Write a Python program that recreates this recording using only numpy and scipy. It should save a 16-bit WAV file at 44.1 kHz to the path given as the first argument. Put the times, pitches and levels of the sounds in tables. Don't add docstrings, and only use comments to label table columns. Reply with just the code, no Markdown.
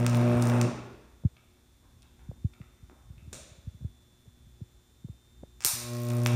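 import sys
import numpy as np
from scipy import signal
from scipy.fft import rfft, irfft, next_fast_len
from scipy.io import wavfile
from scipy.ndimage import map_coordinates

SR = 44100
rng = np.random.default_rng(int(sys.argv[2]) if len(sys.argv) > 2 else 0)


def magnitude_from_level(level_db):
    exponent = np.asarray(level_db, float) / 20
    return 10 ** exponent


def output_pcm(signal):
    pcm = np.clip(np.atleast_2d(signal).T, -1, 1) * 32767
    wavfile.write(sys.argv[1], SR, np.round(pcm).astype(np.int16))


N = 280035
T = np.arange(N) / SR
MAINS_HZ, HEAT_PEAK_S = 60.035, 0.0682
TEAR_S = 0.652


def in_time(rows):
    s, *columns = np.transpose(rows)
    return [np.interp(T, s, c) for c in columns]


def while_on(rows, fade_s=0.049):
    start_s, end_s = rows[0][0], rows[-1][0]
    rise = T - start_s + fade_s * (start_s == 0)
    fall = end_s - T + fade_s
    return np.clip(np.minimum(rise, fall) / fade_s, 0, 1)


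def at_hz(points, hz):
    point_hz, value = np.transpose(points)
    return np.interp(np.log(hz + 1), np.log(point_hz), value)


def colour(x, points):
    size = next_fast_len(N + 4096)
    gain = magnitude_from_level(at_hz(points, np.fft.rfftfreq(size, 1 / SR)))
    return irfft(rfft(x, size) * gain, size)[:N]


def rms_one(x):
    return x / np.sqrt(np.mean(x ** 2) + 1e-20)


def butter(x, hz, kind, order=2):
    return signal.sosfilt(signal.butter(order, hz, kind, fs=SR, output="sos"), x)


def steep_top(x, hz):
    return signal.sosfilt(signal.cheby2(14, 60, hz, fs=SR, output="sos"), x)


def drift(rate_hz):
    knots = rng.standard_normal(400)
    coarse = map_coordinates(knots, [T[::64] * min(rate_hz, 60)], order=3)
    return np.interp(T, T[::64], coarse)


def place(times_s, pulses):
    out = np.zeros(N + 8192)
    for s, pulse in zip(times_s, pulses):
        start = round(s * SR)
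        out[start:start + len(pulse)] += pulse
    return out[:N]


def mains(order, lead_rad=0.):
    return np.sqrt(2) * np.cos(2 * np.pi * order * MAINS_HZ * (T - HEAT_PEAK_S) + lead_rad)


# collapse_s, standing_share
COLLAPSE = [
    (0.0464, 1),
    (0.0065, 0.69),
    (0.016, -0.79),
]


def after_tear(collapse_s, share):
    u = np.maximum(T - TEAR_S, 0) * (T < 3)
    standing = magnitude_from_level(-105 * u)
    return (1 + share) * np.exp(-u / collapse_s) - share * standing


# time_s, heating_db, writhing_db, turbulence_db
ARCS = [
    [(0, -26, -3, -2.5), (.1, -25.5, -6, -7), (.178, -23.5, -4, -1.5), (.26, -25.5, 1, -4.5),
     (.35, -26.5, 4.5, -2.5), (.45, -25, -5, -3), (.54, -25.5, 0.5, 2), (.645, -24.5, -3, -8)],
    [(5.74, -37.5, 2, -16), (5.8, -50.5, 6, -14), (5.93, -36, 3.5, -12), (6.06, -33.5, 2, -9),
     (6.115, -29, 0, 6), (6.24, -26.5, -2, -3), (6.32, -26, -1, 8), (6.35, -21.5, -7, 1)],
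]
# second_partial_db, upper_orders_db, wander_0_1, roar_db, hiss_db, tick_db
ARC_VOICE = [
    (-3, -10.5, 0.88, -38, -4.5, -39.5),
    (-7.5, -12, 0.03, -54.5, 2.5, -24.5),
]
# pitch_hz, level_db
ARC_ORDERS = [
    [(180, -3), (300, -51), (360, 1), (420, -32), (480, -5), (540, -12), (600, 0.5), (660, -10.5),
     (720, -7)],
    [(180, -21), (360, 2.5), (480, -6.5), (540, -24), (600, 1.5), (720, -13), (840, -19), (1080, -8),
     (1200, -42), (1320, -22), (1560, -28), (1920, -20), (2400, -22)],
]


def arc_hum():
    first, second, rest = [after_tear(*row) for row in COLLAPSE]
    out = 0
    for rows, orders, (second_db, upper_db, wander, *_) in zip(ARCS, ARC_ORDERS, ARC_VOICE):
        heat_db, writhe_db, _ = in_time(rows)
        upper = 0
        for hz, db in orders:
            level_db = db + 2.0 * wander * drift(14) + 1.04 * writhe_db * (hz > 1000)
            lead_rad = rng.uniform(-np.pi, np.pi) + 0.24 * wander * drift(7.4)
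            upper = upper + magnitude_from_level(level_db) * mains(round(hz / MAINS_HZ), lead_rad)
        second_gain = magnitude_from_level(second_db + 0.53 * writhe_db)
        low = first * mains(2, 0.088)
        low = low + second * second_gain * mains(4, -0.45 + 0.72 * wander * drift(20))
        heard = while_on([rows[0], [rows[-1][0] + 1]])
        out = out + heard * magnitude_from_level(heat_db) * (low + rest * magnitude_from_level(upper_db + writhe_db - 3.5) * upper)
    return out


# pitch_hz, density_db_per_hz
ROAR = [(60, -42), (150, 3), (300, 1), (700, -1.5), (1200, 0.5), (2550, -11), (4000, -25), (9000, -28),
        (16000, -38)]


def arc_roar():
    heat = (1 + mains(1.8, 1.28) / np.sqrt(2)) / 2
    flutter = magnitude_from_level(0.34 * drift(60) + 1.35 * mains(0.99, 1.53))
    noise = rms_one(colour(rng.standard_normal(N), ROAR)) * (0.36 + heat ** 2) * flutter
    dull = butter(noise, 4400, "low", order=4)
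    hiss = noise - dull

    zeros_s = HEAT_PEAK_S + (np.arange(-8, 754) + 0.42) / (2 * MAINS_HZ)
    count = len(zeros_s)
    odd, chance = np.arange(count) % 2, rng.standard_normal(count)
    grains = rng.standard_normal((count, 40)) * np.exp(-np.arange(40) / 6.3)
    grains = grains / np.std(grains, axis=1, keepdims=True) / 3

    out = 0
    tick_spread_db, tick_odd_db = (6.0, 1.5), (-3, -16)
    for rows, voice, spread_db, odd_db in zip(ARCS, ARC_VOICE, tick_spread_db, tick_odd_db):
        *_, roar_db, hiss_db, tick_db = voice
        swirl_db = in_time(rows)[-1]
        tick_gain = magnitude_from_level(spread_db * chance + odd_db * odd)[:, None]
        ticks = butter(place(zeros_s, grains * tick_gain), 5700, "high")
        turbulent = magnitude_from_level(swirl_db) * dull + magnitude_from_level(hiss_db + 0.27 * swirl_db) * hiss
        out = out + while_on(rows) * (magnitude_from_level(roar_db + 5.5) * turbulent + magnitude_from_level(tick_db - 4.5) * ticks)
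    return out


# start_s, peak_db, crack_hz
SPARKS = [(.002, -33.5, 7000), (0.0645, -14.5, 5460), (.0964, -26.5, 8000), (.1466, -24, 4650),
          (0.1543, -27, 12000), (0.1707, -26.5, 10000), (0.395, -40, 9000), (0.413, -37, 9000),
          (0.422, -27, 9000), (0.4234, -19, 6750), (0.4293, -34, 6000), (.4375, -36, 9000),
          (0.454, -28, 8000), (0.471, -24, 6700), (.4875, -30, 10000), (0.4979, -25, 4800),
          (0.6134, -14.5, 5600), (5.6057, -31.5, 5800), (5.6226, -31.5, 5700), (5.6383, -30, 6050),
          (5.6477, -1.5, 10350), (6.018, -36, 9900), (6.0862, -27, 9700), (6.103, -30.5, 8000),
          (6.105, -38.5, 3750), (6.2348, -29.5, 10000), (6.252, -30, 11000), (6.2612, -11.5, 4750),
          (6.2697, -18.5, 10000)]


def sparks():
    s, peak_db, crack_hz = np.transpose(SPARKS)[:, :, None]
    t, peak_s = np.arange(220) / SR, 0.0008
    body_db = 0.5 - 19 * np.log2(crack_hz / 5000)
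    crack = np.exp(-((t - peak_s) * crack_hz / 0.44) ** 2) * np.sin(2 * np.pi * crack_hz * (peak_s - t))
    body = butter(1. * (np.arange(220) == 34), [800, 3300], "band")
    crackle = rng.standard_normal((len(s), 220)) * np.exp(-t / 0.001) * (t > peak_s)
    crackle = butter(crackle, 1900, "high")
    clean = magnitude_from_level(peak_db) * (1.53 * crack + 9.35 * magnitude_from_level(body_db) * body)
    restrike = (s > 5.6) & (s < 5.7)
    room_db = np.where(restrike, 4.5, -5.5)
    direct = place(s[:, 0], clean + 0.5 * magnitude_from_level(peak_db) * crackle)
    return direct, place(s[:, 0], clean * magnitude_from_level(room_db))


def puff():
    push = butter(-1. * (np.arange(1500) == 0), [134, 427], "band")
    direct = place([TEAR_S], [magnitude_from_level(-23) * push / np.abs(push).max()])
    return direct, magnitude_from_level(2.5) * direct


# pitch_hz, level_db
CLACK = [(200, 8.5), (400, 3), (600, 11.5), (800, -4), (1500, 1.5), (3000, -4), (5000, -8.5), (7000, 3),
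         (9000, -2.5), (12000, -12.5), (16000, -15)]


def clack():
    start_s, peak_db, room_db, build_s = 3.329, -20.5, -21, 0.0018
    t = np.arange(600) / SR
    contacts = rng.standard_normal(600) * (rng.random(600) < 0.12)
    contacts = contacts * (t / build_s) * np.exp(1 - t / build_s)
    direct = place([start_s], [magnitude_from_level(peak_db) * contacts / np.abs(contacts).max()])
    blow = place([start_s], [[magnitude_from_level(room_db + 11)]])
    return colour(direct, CLACK), colour(blow, CLACK)


# start_s, peak_db, ring_hz, rattle_s
CLICKS = [(1.3668, -46.5, 2130, .004), (1.83, -62, 1240, .004), (2.022, -46, 6150, .001),
          (2.029, -53.5, 2650, .004), (2.029, -48, 7950, .001), (2.191, -53, 1370, .005),
          (2.536, -45.5, 2040, .004), (2.54, -51, 6000, .002), (2.6158, -43, 1610, .002),
          (2.898, -41.5, 1140, .001), (2.966, -63, 960, .002), (3.1794, -52, 2060, .003)]


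def clicks():
    t, pulses = np.arange(500) / SR, []
    shape = (len(CLICKS), 500)
    touches = rng.standard_normal(shape) * (rng.random(shape) < 0.04)
    for (s, db, hz, rattle_s), touch in zip(CLICKS, touches):
        hits = (t == 0) + touch * (t < rattle_s)
        rung = butter(hits, [hz / 4, hz * np.sqrt(2)], "band", order=3)
        pulses.append(magnitude_from_level(db) * rung / np.abs(rung).max())
    s, db = np.transpose(CLICKS)[:2]
    room_db = -45 - db + 0.33 * (db - db.mean())
    feed = place(s, pulses * magnitude_from_level(room_db)[:, None])
    return place(s, pulses), butter(feed, 2330, "low")


# start_s, peak_db, pitch_hz
THUMPS = [(0.346, -27, 114), (1.234, -39, 122), (1.248, -13, 123.7), (2.019, -67, 116), (2.287, -30, 121),
          (2.314, -43, 130), (2.444, -17.5, 117), (2.603, -35, 131), (2.826, -41.5, 103),
          (3.099, -37.5, 112), (3.17, -43, 108), (3.22, -43, 116), (3.272, -40, 113), (3.511, -43.5, 111),
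          (3.578, -45, 114), (3.67, -28.5, 109), (3.743, -39, 112), (3.805, -40.5, 124),
          (3.819, -34, 116.4), (3.844, -24.5, 113), (4.272, -44, 117), (4.465, -46.5, 114),
          (4.613, -31, 125), (5.043, -31, 140), (5.092, -32.5, 116), (5.429, -43, 136), (5.647, -39.5, 123),
          (5.73, -38, 121)]


def thumps():
    t, pulses = np.arange(3000) / SR, []
    for s, db, hz in THUMPS:
        cycles = hz * (0.68 * t + 0.01 * (1 - np.exp(-t / 0.0049)))
        swell = (t * hz / 1.134) ** 2.6 * np.exp(2.56 * (1 - t * hz / 1.112))
        pulses.append(-magnitude_from_level(db) * np.sin(2 * np.pi * cycles) * swell)
    return place(np.array(THUMPS)[:, 0], pulses)


# start_s,
# peak_db, ring_hz
KNOCKS = [(1.237, -41, 523), (1.249, -36, 406), (2.286, -54, 350), (2.314, -35, 530), (2.444, -70, 400),
          (2.601, -42.5, 305), (2.9, -51, 350), (2.913, -51, 260), (2.9185, -46, 300), (2.929, -48, 298),
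          (3.328, -36.5, 590), (3.812, -52, 510), (3.847, -46, 454), (4.259, -54, 398), (4.607, -47, 380),
          (5.046, -62, 343), (5.086, -45, 394), (5.431, -38.5, 255), (5.435, -32, 533), (5.651, -30, 394)]


def knocks():
    t, pulses = np.arange(600) / SR, []
    for s, db, hz in KNOCKS:
        swing = np.sin(2 * np.pi * hz * t) * np.exp(-t * hz / 0.85)
        pulses.append(magnitude_from_level(db + 3.5) * swing * (1 - np.exp(-t / 0.00076)))
    return place(np.array(KNOCKS)[:, 0], pulses)


# mains_order, level_db
WHINE = [(52, -13), (54, -11), (58, 0), (60, -1), (62, -9), (64, -13), (66, -13), (68, -14), (70, -13),
         (114, -14), (118, -7), (120, -7), (122, -9)]


def ballast_whine():
    sway_period_s, sway_peak_s = 2.5, 2.8
    sway_db = 4 * np.cos(2 * np.pi * (T - sway_peak_s) / sway_period_s)
    out = 0
    for order, db in WHINE:
        line_sway_db = sway_db * (-1) ** (order // 2) * (order < 100)
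        out = out + magnitude_from_level(db + 1.5 * drift(2.5) + line_sway_db) * mains(order, 0.5 * drift(5))
    approach_db = 1.0 * (T - T.mean())
    return magnitude_from_level(-80 + approach_db) * out


# mains_order, level_db
TRANSFORMER = [(1, -8.5), (2, -2.5), (4, -6.5), (6, -11)]


def transformer_hum():
    partials = [magnitude_from_level(db + 3.7 * drift(5.6)) * mains(order, drift(2.024)) for order, db in TRANSFORMER]
    return magnitude_from_level(-67) * sum(partials)


# time_s, level_db
GRIP = [(0, -51), (1.1, -62.5), (1.9, -61), (2.4, -56.5), (3.1, -57.5), (3.32, -48.5), (3.45, -61),
        (3.8, -57), (4.1, -62), (6.35, -60)]
# pitch_hz, density_db_per_hz
RUMBLE = [(15, -52), (30, -17.5), (60, 8.5), (100, -4.5), (160, -13), (300, -15.5), (600, -71)]
# pitch_hz, density_db_per_hz
AIR = [(100, -7.5), (200, -7), (350, -11.5), (500, -15), (1000, -18.5), (2600, -23), (3000, -25),
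       (4800, -25), (5800, -22), (7800, -25.5), (8900, -23), (10500, -29), (14700, -27), (16500, -44)]


def rumble_and_air():
    grip_db, = in_time(GRIP)
    rumble = rms_one(colour(rng.standard_normal(N), RUMBLE)) * magnitude_from_level(grip_db + 2.5 * drift(14))
    air_db = -67.5 + 0.05 * (grip_db - grip_db.mean())
    air = rms_one(colour(rng.standard_normal(N), AIR)) * magnitude_from_level(air_db)
    return rumble + air


# delay_s, level_db
ECHOES = [(.0043, -11), (.0075, -12), (.0143, -6), (.024, -14), (.036, -10)]


def echoes(x):
    return sum(magnitude_from_level(db) * np.pad(x, (round(s * SR), 0))[:N] for s, db in ECHOES)


# pitch_hz, t60_s
ROOM_T60 = [(120, 0.86), (500, 0.92), (1400, 1), (3700, 0.98), (9000, 0.51), (16000, 0.38)]


def garage(x):
    t = np.arange(round(1.3 * SR)) / SR
    edges_hz = 75 * 2 ** np.arange(0, 8.4, 0.5)
    white = rng.standard_normal((2, len(t)))
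    tail = 0
    for k, (low, high) in enumerate(zip(edges_hz, edges_hz[1:])):
        decay = magnitude_from_level(-60 * t / at_hz(ROOM_T60, np.sqrt(low * high)))
        tail = tail + butter(white[k % 2], [low, high], "band") * decay
    grain = np.repeat(rng.standard_normal(len(t) // 40 + 1), 40)[:len(t)]
    tail = tail * (1 - np.exp(-t / 0.0086)) * magnitude_from_level(5.7 * grain * np.exp(-t / 0.051))
    return signal.fftconvolve(x, tail / np.sqrt(np.sum(tail ** 2)))[:N]


# pitch_hz, level_db
MIC = [(500, -0.5), (2000, -4.5), (2550, 2), (3050, -3), (3600, 6.5), (4700, 3), (5900, 4.5), (6500, 0),
       (7200, 4), (8000, -2.5), (8700, 6.5), (9600, 1), (10300, -2), (12000, -0.5)]


def scene():
    spark, spark_feed = sparks()
    click, click_feed = clicks()
    knocked, knocked_feed = clack()
    puffed, puffed_feed = puff()
    roar = arc_roar()
    feed = spark_feed + click_feed
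    tail = garage(feed + knocked_feed + puffed_feed + magnitude_from_level(-2.5) * roar)
    diffuse = click + knocked + puffed + roar + magnitude_from_level(-8) * echoes(feed) + tail
    heard = colour(spark + steep_top(diffuse, 16100), MIC)
    background = rumble_and_air() + ballast_whine() + transformer_hum()
    return (heard + arc_hum() + thumps() + knocks() + steep_top(background, 16100))[None]


def band_limit(x):
    return signal.sosfilt(signal.butter(12, 16820, fs=SR, output="sos"), x)


def record(dry):
    rounded = 1.096 * np.tanh(dry / 1.093)
    mix = steep_top(rounded, 16750)
    return band_limit(mix)


dry = scene()
out = record(dry)
output_pcm(out)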